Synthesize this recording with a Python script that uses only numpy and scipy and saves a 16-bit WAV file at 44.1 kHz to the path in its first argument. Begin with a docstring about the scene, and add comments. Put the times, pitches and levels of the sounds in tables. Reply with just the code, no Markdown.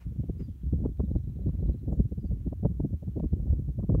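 """An open rocky canyon, with gusty wind on a bare microphone.
The airflow rumbles and flutters; single eddies strike as short buffets, the hard ones with a
tearing rasp, and the flow cracks as it tears off the microphone port. Far off a small bird slurs,
trills and chips, scattered by the rock walls. Two faint scuffs and a few ticks of grit lie close by,
over an airy rustle, still air and microphone hiss."""
import sys
import numpy as np
from scipy import signal
from scipy.fft import rfft, irfft
from scipy.io import wavfile
from scipy.ndimage import uniform_filter1d

SR = 44100
rng = np.random.default_rng(int(sys.argv[2]) if len(sys.argv) > 2 else 0)


def file_out(sig):
    """Save sig as 16-bit WAV at sys.argv[1]."""
    # one column per channel
    cols = np.atleast_2d(sig).T
    # limit, then scale
    lim = np.clip(cols, -1, 1)
    pcm = np.round(lim * 32767).astype(np.int16)
    wavfile.write(sys.argv[1], SR, pcm)


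N = 176400
T = np.arange(N) / SR


def wind(usual_db=-45, fray_growth=2.1):
    """Turbulence on the bare microphone: deep thump, fluttering body, a rasp that fast air raises."""
    # Airflow between buffets: t/s, rumble level/dB, flutter level/dB (levels before the trims below)
    airflow = [(0.0, -54, -62), (0.07, -36, -50), (0.2, -48, -50), (0.35, -40, -47), (0.45, -35, -52),
               (0.58, -46, -57), (0.7, -33, -47), (0.87, -30, -35), (0.94, -41, -55), (1.1, -33, -42),
               (1.25, -36, -48), (1.39, -38, -44), (1.49, -34, -43), (1.56, -32, -43), (1.68, -32, -38),
               (1.8, -38, -52), (1.92, -45, -34), (2.08, -55, -50), (2.38, -36, -46), (2.58, -40, -53),
               (2.7, -32, -47), (2.88, -37, -43), (2.99, -44, -56), (3.1, -34, -49), (3.24, -44, -54),
               (3.44, -36, -39), (3.53, -31, -42), (3.66, -35, -47), (3.86, -43, -52), (3.95, -29, -45),
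               (4.0, -26, -37)]
    # Eddies that strike: peak t/s, nominal length/s, thump, body and rasp level/dB (before trims)
    buffets = [(0.123, 0.015, -39, -40, -58), (0.164, 0.012, -37, -37, -55), (0.2, 0.023, -30, -33, -59),
               (0.238, 0.014, -50, -34, -50), (0.296, 0.015, -27, -26, -46), (0.414, 0.027, -39, -31, -61),
               (0.489, 0.023, -46, -38, -62), (0.64, 0.012, -31, -35, -78), (0.672, 0.018, -30, -35, -69),
               (0.736, 0.019, -30, -24, -42), (0.756, 0.012, -27, -29, -59), (0.825, 0.017, -38, -31, -50),
               (0.86, 0.015, -41, -24, -34), (1.003, 0.019, -27, -28, -35), (1.039, 0.019, -35, -28, -50),
               (1.113, 0.017, -30, -29, -47), (1.159, 0.018, -25, -25, -42), (1.395, 0.019, -51, -39, -50),
               (1.47, 0.024, -27, -28, -47), (1.495, 0.016, -32, -27, -52), (1.63, 0.012, -39, -29, -42),
               (1.653, 0.012, -24, -36, -57), (1.694, 0.012, -23, -29, -42), (1.746, 0.013, -51, -33, -50),
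               (1.885, 0.018, -28, -31, -45), (1.929, 0.012, -25, -29, -41), (1.979, 0.012, -46, -30, -53),
               (2.002, 0.02, -20, -21, -41), (2.053, 0.017, -27, -40, -59), (2.125, 0.017, -33, -33, -45),
               (2.184, 0.022, -33, -35, -51), (2.248, 0.025, -30, -31, -53), (2.32, 0.03, -26, -33, -48),
               (2.473, 0.021, -33, -27, -50), (2.528, 0.018, -39, -34, -40), (2.634, 0.012, -49, -29, -36),
               (2.657, 0.023, -30, -21, -29), (2.71, 0.015, -41, -26, -59), (2.804, 0.012, -30, -25, -38),
               (2.85, 0.024, -50, -23, -43), (2.937, 0.024, -31, -32, -52), (3.032, 0.018, -55, -38, -47),
               (3.083, 0.022, -51, -32, -51), (3.174, 0.03, -36, -31, -41), (3.203, 0.014, -53, -30, -39),
               (3.239, 0.033, -34, -27, -44), (3.258, 0.013, -25, -30, -49), (3.333, 0.015, -25, -23, -42),
               (3.4, 0.012, -29, -34, -52), (3.432, 0.012, -32, -32, -53), (3.505, 0.012, -22, -40, -51),
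               (3.533, 0.012, -23, -35, -41), (3.592, 0.022, -39, -32, -52), (3.691, 0.023, -29, -31, -52),
               (3.794, 0.026, -30, -31, -44), (3.839, 0.021, -34, -28, -47), (3.901, 0.022, -27, -21, -37),
               (3.926, 0.02, -28, -28, -43), (3.95, 0.019, -25, -22, -31)]
    # Spectra of the three parts: f/Hz, relative level/dB
    thump_colour = [(15, -36), (25, -27.5), (40, -10.5), (52, -1), (65, 0.5), (85, -4), (115, -7),
                    (150, -12.5), (300, -59), (900, -120), (3000, -200)]
    body_colour = [(60, -29.5), (110, -8), (145, 3), (200, -1), (300, -8), (380, -15), (500, -29),
                   (800, -64), (1500, -110), (5000, -200)]
    rasp_colour = [(200, -21.5), (350, -3), (450, 1.5), (570, -1.5), (700, -10), (850, -19), (1100, -41),
                   (1600, -64), (3000, -110), (9000, -200)]
    rumble_db, flutter_db = curve(airflow)
    fray_db = usual_db + fray_growth * (flutter_db - usual_db)  # grows faster than the flutter
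    swing = eddies()
    rumble = amp(rumble_db + 1 + 3.5 * swing)
    flutter = amp(flutter_db - 0.5 + 4 * swing)
    fray = amp(fray_db - 27.5 + 7.5 * swing)
    # Buffets add their power to the running flow; the higher the band, the shorter the blow.
    times, lengths, thump_db, body_db, rasp_db = np.transpose(buffets)
    thump = np.sqrt(rumble ** 2 + strikes(times, lengths * 1.265, thump_db + 3.5))
    body = np.sqrt(flutter ** 2 + strikes(times, lengths * 0.77, body_db - 0.5))
    rasp = np.sqrt(fray ** 2 + strikes(times, lengths * 0.49, rasp_db + 1))
    parts = (thump, thump_colour), (body, body_colour), (rasp, rasp_colour)
    return sum(level * noise(colour, passes=4) for level, colour in parts)


def eddies(corner_hz=32.4):
    """Quick random swings of the air speed, softly limited."""
    hz = np.fft.rfftfreq(N, 1 / SR)
    band = hz / (hz + corner_hz / 10) / (1 + (hz / corner_hz) ** 2)
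    swing = unit(irfft(rfft(rng.standard_normal(N)) * band, N))
    return 2 * np.tanh(swing / 2)


def strikes(times, widths_s, levels_db):
    """Summed power of short blows of air, each a smooth swell and fall."""
    power = np.zeros(N)
    for s, width, db in zip(times, widths_s, levels_db):
        near = slice(max(0, int((s - 2 * width) * SR)), int((s + 2 * width) * SR))
        offset = (T[near] - s) / width
        swell = np.exp(-2 * offset ** 2) * np.cos(np.pi * offset / 4)
        power[near] += (amp(db) * swell) ** 2
    return power


def port_cracks(usual_width_s=0.0038, usual_db=-52.5, doubling_db=16):
    """The flow tears off the microphone port in brief cracks; a harder one lasts longer."""
    # Cracks: t/s, level/dB before the trim
    cracks = [(0.295, -57), (0.853, -46), (0.862, -50), (1.003, -45), (1.155, -54), (1.493, -58),
              (1.634, -57), (1.688, -57), (1.925, -49), (2.528, -54), (2.651, -39), (2.801, -55),
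              (3.171, -57), (3.199, -50), (3.243, -55), (3.803, -56), (3.833, -55), (3.896, -47),
              (3.937, -57), (3.951, -44)]
    # Their spectrum: f/Hz, relative level/dB
    colour = [(250, -14), (450, 0), (700, -1), (950, -1.5), (1150, -11.5), (1400, -20.5), (2000, -36.5),
              (3000, -50), (9000, -120)]
    times, db = np.transpose(cracks)
    widths_s = usual_width_s * 2 ** ((db - usual_db) / doubling_db)
    return np.sqrt(strikes(times, widths_s, db + 2.5)) * noise(colour, passes=4)


def bird(trill_start_s=0.489, step_s=0.0619, chips=22, chip_s=0.014, fall=0.09):
    """A small bird far off: slurred notes and a rising trill of falling chips."""
    # Slurs: t/s, length/s, start, middle and end f/Hz, level/dB
    notes = [(.376, .045, 4450, 5050, 4900, -79), (.41, .06, 4950, 4800, 4600, -77),
             (.455, .08, 3650, 3450, 3000, -84), (1.914, .026, 8200, 7200, 6300, -79),
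             (1.927, .022, 8100, 7200, 6300, -78), (2.19, .045, 5030, 4930, 4800, -83),
             (2.245, .042, 4800, 4660, 4480, -80)]
    # Course of the trill: t/s, f/Hz, level/dB
    trill = [(.5, 3050, -83), (.62, 3150, -82), (.87, 3400, -84), (1, 3650, -79), (1.06, 3850, -78),
             (1.3, 3950, -83), (1.6, 3900, -82), (1.74, 4000, -77), (1.8, 4000, -79)]
    song = np.zeros(N)
    for s, *note in notes:
        add(song, s, whistle(*note))
    times, pitch, level = np.transpose(trill)
    for s in trill_start_s + step_s * np.arange(chips):
        hz = np.interp(s, times, pitch)
        db = np.interp(s, times, level)
        add(song, s, whistle(chip_s, hz * (1 + fall), hz, hz * (1 - fall), db))
    return song


def whistle(length_s, start_hz, middle_hz, end_hz, db, waver_share=0.009, waver_s=0.002):
    """One gliding, slightly unsteady bird note."""
    u = np.linspace(0, 1, int(length_s * SR))
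    waver = unit(uniform_filter1d(rng.standard_normal(N // 20), int(waver_s * SR)))[:len(u)]
    glide = np.polyval(np.polyfit([0, .5, 1], [start_hz, middle_hz, end_hz], 2), u)
    hz = glide * (1 + waver_share * waver)
    envelope = amp(db) * np.sqrt(2) * np.sin(np.pi * u)
    return envelope * np.sin(2 * np.pi * np.cumsum(hz) / SR)


def rock_walls(sound, echo_db=-7.5, t60_s=0.5):
    """The direct sound plus the diffuse tail that the canyon walls scatter back."""
    tail = rng.standard_normal(SR) * np.exp(-np.log(1000) * T[:SR] / t60_s)
    return sound + amp(echo_db) * signal.fftconvolve(sound, tail / np.linalg.norm(tail))[:N]


def scuffs_and_grit():
    """Friction close to the microphone: soft scuffs and small, sharp ticks of grit."""
    # Onsets: t/s, level/dB
    scuffs = [(.002, -63.5), (.392, -65.5)]
    ticks = [(.971, -71), (1.184, -74), (3.198, -69)]
    # Their spectra: f/Hz, relative level/dB
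    scuff_colour = [(300, -10.5), (1100, -12.5), (2000, -14), (2850, -17), (3300, -26), (6000, -27),
                    (12000, -38)]
    tick_colour = [(400, 0), (1200, 0.5), (3500, 1), (6000, -10), (9000, -16)]
    return rubs(scuffs, scuff_colour, rise_s=0.013) + rubs(ticks, tick_colour, rise_s=0.0015)


def rubs(events, colour, rise_s):
    """Short bursts of friction noise that swell for rise_s and die away."""
    ages = [(np.maximum(T - s, 0) / rise_s, db) for s, db in events]
    return noise(colour) * sum(amp(db) * age * np.exp(1 - age) for age, db in ages)


def ambience(air_db=-75):
    """Steady still air and microphone hiss, with a faint rustle that comes and goes all around."""
    # Spectra of the air with the hiss, and of the rustle: f/Hz, relative level/dB
    air_colour = [(100, 4.5), (600, 6), (1200, -1), (2000, -3), (3300, -3), (4300, -3.5), (4950, -7),
                  (5600, -2.5), (6800, -3), (7800, -5.5), (9300, -2), (10500, -6), (11600, -1.5),
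                  (15500, -1.5)]
    rustle_colour = [(400, -5.5), (1200, -1), (2500, -5), (3500, -7), (4500, -14.5), (12000, -35.5)]
    # Course of the rustle: t/s, level/dB
    rustle_level = [(0, -79.5), (.6, -81.5), (.73, -81), (.95, -87.5), (1.2, -84), (1.48, -80), (1.75, -81),
                    (1.9, -83.5), (2.2, -86.5), (2.45, -80), (2.8, -88), (3.2, -81), (3.7, -88.5), (4, -85)]
    air = amp(air_db) * noise(air_colour)
    rustle = amp(curve(rustle_level)[0]) * noise(rustle_colour)
    return air + rustle


def noise(colour, passes=0):
    """Coloured noise at rms 1; each pass evens out its loudness and keeps its colour."""
    hz, db = np.transpose(colour)
    gain = amp(np.interp(np.log(np.fft.rfftfreq(N, 1 / SR) + 1), np.log(hz), db))
    x = irfft(gain * rfft(rng.standard_normal(N)), N)
    for _ in range(passes):
        even = np.cos(np.angle(signal.hilbert(x)))
        x = irfft(gain * np.exp(1j * np.angle(rfft(even))), N)
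    return unit(x)


def amp(db):
    """Decibels to gain."""
    return 10 ** (np.asarray(db) / 20)


def unit(x):
    """Scales to rms 1."""
    return x / np.sqrt(np.mean(x ** 2) + 1e-20)


def curve(points):
    """Each column of a timed table at every sample."""
    times, *columns = np.transpose(points)
    return [np.interp(T, times, column) for column in columns]


def add(mix, s, sound):
    """Mixes a sound in at time s."""
    part = mix[max(0, round(s * SR)):][:len(sound)]
    part += sound[:len(part)]


def scene():
    """One microphone: wind right on it, everything else faint behind."""
    near = scuffs_and_grit()
    background = ambience()
    return (wind() + port_cracks() + rock_walls(bird()) + near + background)[None]


def record(dry, low_cut_hz=43, edge_hz=15780):
    """The recorder's low cut and band limit."""
    dry = signal.sosfilt(signal.butter(2, low_cut_hz, "highpass", fs=SR, output="sos"), dry)
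    taps = signal.firwin(511, edge_hz, window=("kaiser", 9), fs=SR)
    padded = np.pad(dry, ((0, 0), (len(taps) // 2,) * 2), "reflect", reflect_type="odd")
    return signal.oaconvolve(padded, taps[None], "valid")


dry = scene()
out = record(dry)
file_out(out)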